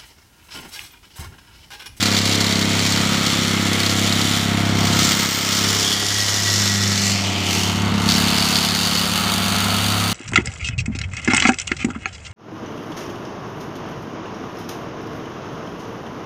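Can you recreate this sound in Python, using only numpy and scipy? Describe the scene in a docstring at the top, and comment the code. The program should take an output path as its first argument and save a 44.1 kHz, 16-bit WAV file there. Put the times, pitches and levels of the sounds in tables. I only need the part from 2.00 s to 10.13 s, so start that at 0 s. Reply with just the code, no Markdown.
"""Plate compactor on damp soil.

A petrol machine works outdoors, a few metres away, and is swung round half way. Its single cylinder
fires about 34 times a second; the belt-driven eccentric shakes the humming plate about 100 times a
second. Every shake rattles the steel frame and guards, whose colour changes with the side that faces
the listener. The handle clanks on its stops; the treble dips as the worker walks past."""
import sys
import numpy as np
from scipy import signal
from scipy.fft import rfft, irfft, next_fast_len
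from scipy.io import wavfile
from scipy.ndimage import map_coordinates

SR = 44100
rng = np.random.default_rng(int(sys.argv[2]) if len(sys.argv) > 2 else 0)


def wav_record(signal):
    """Record a signal, one row per channel, as 16-bit PCM in the file named by sys.argv[1]."""
    frames = np.transpose(np.atleast_2d(signal))
    bounded = np.clip(frames, -1, 1)
    # unit amplitude maps onto the largest positive 16-bit level
    quanta = np.round(bounded * 32767).astype(np.int16)
    wavfile.write(sys.argv[1], SR, quanta)


N = 358533

# Engine speed. Each row: time in seconds, firing rate in Hz.
FIRING_HZ = [(0, 33.94), (1.6, 33.54), (2.6, 33.82), (3.5, 33.74), (4.3, 34.62), (5, 34.59), (5.5, 35.52),
             (5.95, 34.57), (7.45, 35.56), (8.13, 34.36)]
# Shaker speed, uneven as the belt slips under load. Each row: time in seconds, rate in Hz.
SHAKER_HZ = [(0, 100.7), (1.8, 99.58), (2.7, 100.82), (3.2, 99.99), (4.45, 101.45), (5.1, 99.59),
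             (5.53, 94.63), (5.9, 100.13), (6.2, 98.44), (7.5, 98.32), (8.13, 103.57)]
# Side heard. Each row: time in seconds, weights of front, belt side and rear.
FACING = [(0, 0.67, 0.03, 0.2), (2.6, 0.16, 0.01, 0.095), (3.0, 0.53, 0.21, 0.61), (3.9, 0.14, 0.14, 0.084),
          (5.05, 0.066, 0.65, 0.62), (5.35, 0.37, 0, 0.016), (5.8, 0, 0.26, 0.88), (6.15, 0.22, 0, 1),
          (8.13, 0.048, 0.01, 1)]
# Exhaust as its outlet swings round. Each row: time in seconds, relative level in dB.
EXHAUST_DB = [(0, -27), (2.4, -26), (2.95, -22.5), (3.35, -31.5), (3.72, -30.5), (4.2, -36), (5.2, -34.5),
              (5.5, -30.5), (6.1, -24), (6.7, -29.5), (8.13, -30)]
# Muffler from front, belt side and rear. Each row: frequency in Hz, relative gain in dB.
MUFFLER_FRONT_DB = [(25, -56), (36, -40), (68, -16), (102, -13), (135, -6), (170, 0), (203, 1.5), (238, 2),
                    (305, -3), (338, -5), (372, -19), (405, -15), (440, -7), (473, -24), (506, -12),
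                    (540, -14), (610, -23), (700, -18), (1000, -28), (3000, -55)]
MUFFLER_BELT_DB = [(25, -50), (34, -30), (68, -8), (135, -1), (200, 0), (250, -3), (345, -1), (400, -9),
                   (560, -17), (720, -17), (1000, -27), (3000, -52)]
MUFFLER_REAR_DB = [(25, -65), (34, -28), (68, -0.5), (104, -12), (138, -4.5), (174, 9.5), (245, 7.5),
                   (280, -13), (315, -6.5), (350, -3.5), (400, -40), (560, -42), (1000, -29), (3000, -52)]
# Plate hum. Each row: time in seconds, relative level in dB.
HUM_DB = [(0, -24.5), (0.75, -24.5), (1.27, -29.5), (1.7, -22), (2.3, -26), (2.75, -21), (3.0, -22),
          (3.42, -43), (3.69, -26.5), (4.1, -30.5), (4.75, -21), (5.5, -26), (5.89, -21), (6.55, -32.5),
          (7.05, -30.5), (7.7, -24), (7.97, -21.5), (8.13, -23.5)]
# Its second order, as the plate digs in or skates. Each row: time in seconds, level in dB.
OCTAVE_DB = [(0, -34.5), (2.4, -37.5), (2.8, -40), (3.4, -39), (4.3, -51), (4.65, -27.5), (5.1, -25.5),
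             (5.45, -37), (5.72, -36), (5.95, -25), (6.4, -43), (6.8, -51), (7.1, -37), (7.45, -27.5),
             (7.75, -29.5), (8.13, -49)]
# Hops on firm soil, landing hard every other shake. Each row: start and end in seconds, level in dB.
HOPS = [(0.33, 0.78, -38), (0.85, 1.85, -35.5), (1.92, 2.55, -35), (2.55, 3.35, -35.5), (3.45, 4.0, -42),
        (4.25, 5.15, -41)]
# Half orders of hopping. Each row: multiple of shaker speed, relative level in dB.
HOP_ORDERS = [(1.5, -2), (2.5, -.5), (3.5, -8), (4.5, -14)]
# Pounded soil. Each row: frequency in Hz, relative gain in dB.
SOIL_DB = [(30, -22), (90, -8), (150, 2), (200, -20), (250, -1), (350, -4), (550, -8), (2000, -54)]
# Engine block and covers. Each row: frequency in Hz, relative gain in dB.
BLOCK_DB = [(30, -36), (90, 0), (200, -3.5), (410, 1.5), (550, -3.5), (720, -3.5), (950, -6.5),
            (1280, -3.5), (1600, -9.5), (2100, -4.5), (2600, -5), (3100, -5), (6000, -23.5), (16000, -58)]
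# Frame resonances. Each row: frequency and width in Hz, relative gain in dB.
FRAME_MODES = [(689, 47, 9.1), (903, 80, 2.9), (2130, 27, 3.4), (2480, 13, 2.7), (2860, 29, 1)]
# Rattle of loose steel. Each row: time in seconds, relative level in dB.
RATTLE_DB = [(0, -21), (0.65, -23.5), (1.2, -21.5), (2.0, -22.5), (2.3, -20.5), (2.75, -19), (3.04, -19),
             (3.4, -25), (3.55, -20.5), (3.9, -20), (4.15, -22), (4.45, -20), (4.78, -22), (5.1, -23),
             (5.6, -21), (6.6, -24.5), (7.2, -24), (8.13, -24)]
# That steel from front, belt side and rear. Each row: frequency in Hz, relative gain in dB.
STEEL_FRONT_DB = [(200, -15), (450, -8.5), (1500, -7), (2200, 2.5), (2650, -2), (3200, 7), (3600, 0.5),
                  (4300, 5), (5200, -0.5), (6300, -2.5), (7300, 0.5), (8300, -13), (10500, -38),
                  (16000, -52)]
STEEL_BELT_DB = [(200, -34), (400, -22), (1500, -20), (2100, -9), (2600, -10), (3300, -3), (3900, 5),
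                 (4500, 9.5), (5500, 6.5), (6500, 3), (7400, -1), (8300, -5.5), (10500, -54.5),
                 (16000, -47.5)]
STEEL_REAR_DB = [(200, -14), (400, -15.5), (1250, 1.5), (1700, 0.5), (2450, -11), (2750, 7), (3100, 8),
                 (3300, 1), (3550, 7.5), (4100, 4.5), (4550, 8.5), (5000, 0.5), (5300, -13), (5620, -8),
                 (5950, -9), (6290, -2), (6600, -1.5), (7000, -9.5), (7600, -26), (8230, -4.5), (8600, -12),
                 (11000, -34), (16000, -67)]
# Sand and grit dancing on the plate. Each row: frequency in Hz, relative gain in dB.
SAND_DB = [(3000, -30), (7000, -4), (9000, 1), (10500, 0), (12000, -1.5), (13700, -4), (15400, -1.5),
           (16000, -4)]
# Ground reflection. Each row: time and delay in seconds, gain from 0 to 1.
GROUND_BOUNCE = [(0, 0.00053, 0.27), (2.9, 0.00055, 0.27), (4.0, 0.00057, 0.34), (4.9, 0.00054, 0.3),
                 (5.3, 0.00032, 0.25), (5.6, 0.00037, 0.23), (6.1, 0.00014, 0.21), (8.13, 0.00019, 0.13)]
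# Thin shell of the fuel tank. Each row: frequency and width in Hz, relative gain in dB.
TANK_MODES = [(1185, 18, 0.5), (1278, 16, 8.5), (1364, 13, 8), (1430, 14, -3.5), (1944, 26, -17),
              (3220, 31, -5)]
# Its ringing. Each row: time in seconds, level in dB.
TANK_DB = [(0, -29), (0.65, -73), (1.1, -31), (1.55, -34.5), (2.65, -42), (3.0, -30), (3.3, -36),
           (3.68, -34.5), (4.0, -48), (5.3, -44), (6.1, -47), (6.8, -40), (7.3, -30.5), (8.13, -31)]
# Hardest handle knocks. Each row: time in seconds, relative level in dB.
HARD_KNOCKS = [(0.0568, -8), (0.114, -13), (0.1471, -12.5), (0.166, -11), (0.187, -11), (0.215, -14),
               (0.2558, -12), (0.2743, -12), (0.3252, -12), (0.346, -13.5), (0.4045, -9.5), (0.443, -12),
               (0.4648, -11.5), (0.5237, -11), (0.555, -12.5), (0.591, -12), (0.625, -13), (0.7911, -11.5),
               (0.851, -13), (0.9213, -7), (0.96, -12.5), (1.264, -11), (1.73, -8), (1.802, -13.5),
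               (1.8312, -11.5), (1.8627, -10), (1.8941, -12), (2.1236, -9.5), (2.2139, -12), (3.0505, -13),
               (6.0876, -4.5), (6.0985, -10), (6.109, -8.5), (6.1195, -10), (6.3812, -8), (6.5555, -7),
               (6.5853, -11), (6.9491, -12)]
# Knock colour. Each row: frequency in Hz, relative gain in dB.
KNOCK_DB = [(500, -20), (1300, -7), (2600, -7), (3500, -2), (4450, 0), (5500, -6), (7200, -8), (10000, -18),
            (16000, -22)]
# Handle resonances. Each row: frequency and width in Hz, relative gain in dB.
HANDLE_MODES = [(3750, 300, -5), (4480, 260, 3), (4920, 420, -2)]
# Direct path blocked, twice by the passing worker.
# Each row: start, end, closing time and clearing time in seconds, corner in Hz, treble loss in dB.
SHADOWS = [(2.36, 3.02, .32, .28, 2300, 10), (5.12, 5.56, .05, .14, 4400, 4.3),
           (5.58, 6.12, .29, .15, 2900, 12)]
# Belt guard resonances.
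# Each row: frequency and width in Hz, relative level in dB, loudest time and spread in seconds.
GUARD_MODES = [(1937, 22, -32, 4.55, .5), (2070, 160, -33, 3.2, .3), (3305, 80, -34.5, 4.0, .35),
               (3500, 35, -35, 4.5, .45), (4552, 50, -38, 4.1, .5), (5107, 50, -36, 4.7, .35),
               (5400, 90, -32, 4.6, .25), (5995, 30, -36, 4.3, .35), (6560, 70, -35, 4.5, .4),
               (6937, 35, -37, 4.4, .5), (7545, 35, -38, 4.8, .45), (8300, 50, -42, 3.3, .35),
               (9400, 260, -39, 4.05, .35), (10600, 200, -45, 4.6, .35), (11350, 90, -47, 4.5, .5),
               (13130, 90, -45, 3.85, .5), (13480, 110, -42, 3.15, .3)]
# Thin loose piece of metal. Each row: frequency and width in Hz, relative level in dB.
JINGLE_MODES = [(12100, 200, -6), (12750, 200, -6), (14400, 200, -5), (14900, 200, -3), (15350, 250, -1)]
# Briefly chattering parts. Each row: start and end in seconds, frequency and width in Hz, level in dB.
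FLARES = [(2.99, 3.16, 7350, 260, -27), (3.64, 3.8, 7200, 400, -30), (3.8, 4.02, 3320, 200, -31),
          (4.98, 5.15, 7400, 350, -28.5), (6.06, 6.22, 5450, 500, -27), (6.28, 6.72, 4650, 380, -28),
          (6.78, 7.1, 4620, 280, -27)]


def amp(db):
    """dB to gain."""
    return 10 ** (np.asarray(db) / 20)


def unit(x):
    """Scale to rms 1."""
    return x / np.sqrt(np.mean(x ** 2) + 1e-20)


def curves(rows):
    """Per-sample curve for each column after the time."""
    times_s, *columns = np.transpose(rows)
    return [np.interp(np.arange(N) / SR, times_s, column) for column in columns]


def spell(start_s, end_s, attack_s, release_s):
    """Trapezoid gate, 0 outside start to end."""
    t = np.arange(N) / SR
    return np.clip(np.minimum((t - start_s) / attack_s, (end_s - t) / release_s), 0, 1)


def wobble(rate_hz):
    """Smooth random curve, rate_hz knots a second."""
    grid = np.arange(0, N, 64)
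    coarse = map_coordinates(rng.standard_normal(256), [grid * rate_hz / SR], mode="mirror")
    return np.interp(np.arange(N), grid, coarse)


def side_shares():
    """Front, belt side and rear weights, summing to 1."""
    sides = np.array(curves(FACING))
    return sides / sides.sum(axis=0)


def by_side(front_db, belt_db, rear_db):
    """Level in dB, blended by the side heard."""
    return np.dot((front_db, belt_db, rear_db), side_shares())


def filtered(x, response):
    """Apply a gain given as a function of Hz."""
    size = 2 * next_fast_len(N // 2 + SR // 8)
    return irfft(rfft(x, size) * response(np.fft.rfftfreq(size, 1 / SR)), size)[:N]


def lowpass(x, corner_hz, order):
    """Zero-phase low-pass, half gain at the corner."""
    return filtered(x, lambda hz: 1 / (1 + (hz / corner_hz) ** order))


def body(x, spectrum, suddenness=1, size=8192):
    """Unit-energy filter. 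Suddenness 1 is a sharp blow, 0 an even swell and fall."""
    hz, db = np.transpose(spectrum)
    gain = amp(np.interp(np.log(np.fft.rfftfreq(size, 1 / SR) + 1), np.log(hz), db))
    cepstrum = irfft(np.log(gain))
    cepstrum[1:size // 2] *= 2
    cepstrum[size // 2 + 1:] = 0
    minimum_phase = rfft(cepstrum).imag
    response = np.roll(irfft(gain * np.exp(1j * suddenness * minimum_phase)), size // 2)
    return signal.oaconvolve(x, response / np.linalg.norm(response))[size // 2:][:N]


def ring(x, modes):
    """Parallel resonances, at rms 1."""
    return unit(sum(amp(db) * signal.lfilter(*signal.iirpeak(hz, hz / width_hz, fs=SR), x)
                    for hz, width_hz, db in modes))


def resonance(x, hz, width_hz):
    """One resonance, at rms 1."""
    return ring(x, [(hz, width_hz, 0)])


def blows(turns, scatter_db, jitter_s):
    """One impulse per whole turn, uneven in size and time."""
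    at = np.flatnonzero(np.diff(np.floor(turns)) > 0)
    size, late = rng.standard_normal((len(at), 2)).T
    at = np.clip(np.round(at + late * jitter_s * SR), 0, N - 1).astype(int)
    return np.bincount(at, amp(scatter_db * np.clip(size, -2, 2)), N)


def burst(t60_s, samples=SR // 10):
    """Envelope of a burst of contacts: fast rise, exponential decay."""
    t = np.arange(samples) / SR
    return amp(-60 * t / t60_s) * (1 - np.exp(-t / .0013))


def chatter(hits, t60_s, bed):
    """Each hit starts a dying shower of tiny contacts, over a steady bed."""
    power = np.abs(signal.oaconvolve(hits ** 2, burst(t60_s) ** 2)[:N])
    return unit(np.sqrt(power / power.mean() + bed) * rng.standard_normal(N))


def panels(hits, t60_s, states):
    """Hits ring dense sheet-steel modes for up to 0.1 s; the mix drifts as the machine moves."""
    envelope = burst(t60_s)
    length = len(envelope)
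    rings = rng.standard_normal((states + 1, length)) * envelope
    out = np.zeros(N + length)
    for at in np.flatnonzero(hits):
        state, blend = divmod(at * states / N, 1)
        before, after = rings[int(state):int(state) + 2]
        out[at:at + length] += hits[at] * (np.sqrt(1 - blend) * before + np.sqrt(blend) * after)
    return unit(out[:N])


def exhaust(firings):
    """Each firing sends a pulse and a turbulent puff through the muffler; the valve opens gradually."""
    pulses = -blows(firings, scatter_db=.75, jitter_s=.00004)
    gas = unit(pulses) + amp(-43) * chatter(pulses, t60_s=.02, bed=.13)
    sides = zip(side_shares(), (MUFFLER_FRONT_DB, MUFFLER_BELT_DB, MUFFLER_REAR_DB))
    muffled = sum(share * body(gas, muffler, suddenness=.6) for share, muffler in sides)
    return amp(curves(EXHAUST_DB)[0] + 3.5) * muffled


def plate(shakes):
    """The plate pumps air at shaker speed; striking soil adds overtones, hopping adds half orders."""
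    phase = 2 * np.pi * shakes
    third = amp(by_side(-11, -40, -16)) * np.cos(3 * phase)  # beats with the engine's ninth order
    hum = amp(curves(HUM_DB)[0] - 2) * (np.cos(phase) + third + amp(-24.5) * np.cos(4 * phase))
    octave = -amp(curves(OCTAVE_DB)[0]) * np.cos(2 * phase)
    hopping = sum(amp(db) * spell(start, end, attack_s=.23, release_s=.23) for start, end, db in HOPS)
    hops = hopping * sum(amp(db) * np.cos(order * phase) for order, db in HOP_ORDERS)
    landings = blows(shakes, scatter_db=2, jitter_s=.00046)
    thuds = amp(-47) * body(chatter(landings, t60_s=.017, bed=.41), SOIL_DB)
    return np.sqrt(2) * (hum + octave + hops) + thuds


def clatter(firings, shakes):
    """Combustion, piston and valves knock the block in strict time; the plate scuffs less evenly."""
    knocks = panels(blows(firings, scatter_db=2, jitter_s=.00005), t60_s=.37, states=16)
    shaken = panels(blows(shakes, scatter_db=0, jitter_s=.0005), t60_s=.068, states=20)
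    scuff = chatter(blows(shakes, scatter_db=8, jitter_s=.00067), t60_s=.093, bed=1)
    uneven = amp(-1) * shaken + amp(-2) * scuff
    uneven -= .6 * lowpass(uneven, corner_hz=550, order=6)  # soil damps the lows
    drive = unit(knocks + uneven)
    metal = amp(2.5) * body(drive, BLOCK_DB) + amp(-10) * ring(drive, FRAME_MODES)
    rear = curves(FACING)[2]
    metal -= .32 * rear * lowpass(metal, corner_hz=760, order=8)  # crankcase lows carry less rearward
    effort_db = curves(EXHAUST_DB)[0] + curves(RATTLE_DB)[0]
    return amp(by_side(-28, -30.5, -27) + .24 * (effort_db - effort_db.mean())) * metal


def rattle(firings, shakes):
    """Steel and grit are thrown each shake, higher every other time; covers buzz with the crank."""
    steel_db = curves(RATTLE_DB)[0] + .66 * wobble(rate_hz=6)
    grit_db = by_side(-38, -42, -29) + steel_db - steel_db.mean()
    front, belt, rear = np.sqrt(np.clip(curves(FACING), 0, 1))
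    alternation = amp(2.8 * rear * np.cos(np.pi * shakes))
    throws = blows(shakes + .15, scatter_db=1.8, jitter_s=.0006)
    covers = amp(-10.5) * blows(firings, scatter_db=8, jitter_s=.0008)
    covers += amp(-6) * blows(2 * firings + .45, scatter_db=5.5, jitter_s=.0012)
    hits = (1 - .4 * front - .3 * belt) * alternation * throws + front * covers
    strikes = panels(hits, t60_s=.041, states=20)
    afterring = amp(1) * panels(hits, t60_s=.11, states=14)
    contacts = unit(strikes + afterring + amp(11.5) * chatter(hits, t60_s=.032, bed=.38))
    steel = front * body(contacts, STEEL_FRONT_DB) + rear * body(contacts, STEEL_REAR_DB)
    steel += amp(5.5) * belt * body(contacts, STEEL_BELT_DB)
    steel /= np.sqrt(front + belt + rear)  # sides heard at once add in step
    grit = body(unit(contacts + amp(-4.5) * chatter(hits, t60_s=.015, bed=.054)), SAND_DB)
    rattling = echoes(amp(steel_db - .53) * steel + amp(grit_db) * grit)
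    drive = strikes + amp(3) * chatter(hits, t60_s=.03, bed=.22)
    return rattling + belt_guard(drive) + jingle(hits) + loose_parts(drive)


def echoes(x, count=6, longest_s=.008, drift_s_per_s=.00012, gain=.14):
    """Weak, drifting reflections off frame, gate and wall: a hollow shimmer."""
    n = np.arange(N)
    late = sum(np.interp(n - far * longest_s * SR - (2 * drift - 1) * drift_s_per_s * n, n, x)
               for far, drift in rng.random((count, 2)))
    return (x + gain * late) / np.sqrt(1 + count * gain ** 2)


def ground(x):
    """A later, duller copy off the soil cuts moving notches."""
    delay_s, gain = curves(GROUND_BOUNCE)
    dull = lowpass(x, corner_hz=5500, order=4)
    late = map_coordinates(dull, [np.arange(N) - delay_s * SR], order=1)
    return (x + gain * late) / np.sqrt(1 + gain ** 2)


def tank(firings, shakes):
    """Engine and shaker keep the thin shell ringing."""
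    engine = unit(blows(firings, scatter_db=1.5, jitter_s=.0001))
    shaker = chatter(blows(shakes, scatter_db=1, jitter_s=.00035), t60_s=.034, bed=.3)
    return amp(curves(TANK_DB)[0]) * ring(engine + shaker, TANK_MODES)


def handle(firings, shakes):
    """The handle hits its stops: lightly with firings, for a while at every shake, at times hard."""
    front = curves(FACING)[0]
    hits = front * amp(-25.5) * blows(firings, scatter_db=7, jitter_s=.0016)
    buzzing = spell(start_s=6.08, end_s=7.35, attack_s=.0071, release_s=.6)
    hits += amp(-15.5) * buzzing * blows(shakes + .15, scatter_db=1.8, jitter_s=.00084)
    for at_s, db in HARD_KNOCKS:
        hits[round(at_s * SR)] += amp(db - .5)
    power = np.abs(signal.oaconvolve(hits ** 2, burst(t60_s=.024, samples=SR // 20) ** 2)[:N])
    knocks = body(np.sqrt(power) * rng.standard_normal(N), KNOCK_DB)
    return knocks + amp(-7) * knocks.std() * ring(knocks, HANDLE_MODES)


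def shadowed(x, top_hz=7740, top_share=.15):
    """Lows bend round an obstacle; treble is lost, a little more above top_hz."""
    for start_s, end_s, closing_s, clearing_s, corner_hz, loss_db in SHADOWS:
        blocked_db = loss_db * spell(start_s, end_s, closing_s, clearing_s)
        for shelf_hz, share in ((corner_hz, 1), (top_hz, top_share)):
            low = lowpass(x, shelf_hz, order=4)
            x = low + amp(-share * blocked_db) * (x - low)
    return x


def belt_guard(drive):
    """Each mode beams its own way and sweeps past as the machine turns."""
    t = np.arange(N) / SR
    return sum(amp(db + .5) * np.exp(-.5 * ((t - at_s) / spread_s) ** 2) * resonance(drive, hz, width_hz)
               for hz, width_hz, db, at_s, spread_s in GUARD_MODES)


def jingle(hits, wander_db=5):
    """A thin loose piece jingles during the swing; its modes come and go."""
    ticks = chatter(hits, t60_s=.012, bed=0)
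    modes = sum(amp(db + wander_db * wobble(rate_hz=5)) * resonance(ticks, hz, width_hz)
                for hz, width_hz, db in JINGLE_MODES)
    return amp(-37) * spell(start_s=2.7, end_s=4.05, attack_s=.13, release_s=.35) * unit(modes)


def loose_parts(drive, ramp_s=.06):
    """Parts are caught up and chatter briefly, each at its own pitch."""
    return sum(amp(db) * spell(start_s, end_s, ramp_s, ramp_s) * resonance(drive, hz, width_hz)
               for start_s, end_s, hz, width_hz, db in FLARES)


def scene():
    """Engine and shaker, counted in running cycles, beat against each other."""
    firings = .1 + np.cumsum(curves(FIRING_HZ)[0]) / SR
    shakes = .42 + np.cumsum(curves(SHAKER_HZ)[0]) / SR
    chassis = ground(clatter(firings, shakes) + rattle(firings, shakes))
    metal = shadowed(chassis + tank(firings, shakes) + handle(firings, shakes))
    return (exhaust(firings) + plate(shakes) + metal)[None]


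def record(dry):
    """The microphone rounds off peaks and limits the band."""
    ceiling, top_hz = .85, 15550
    soft = dry[0] / (1 + np.abs(dry[0] / ceiling) ** 6) ** (1 / 6)
    return filtered(soft, lambda hz: hz < top_hz)[None]


dry = scene()
out = record(dry)
wav_record(out)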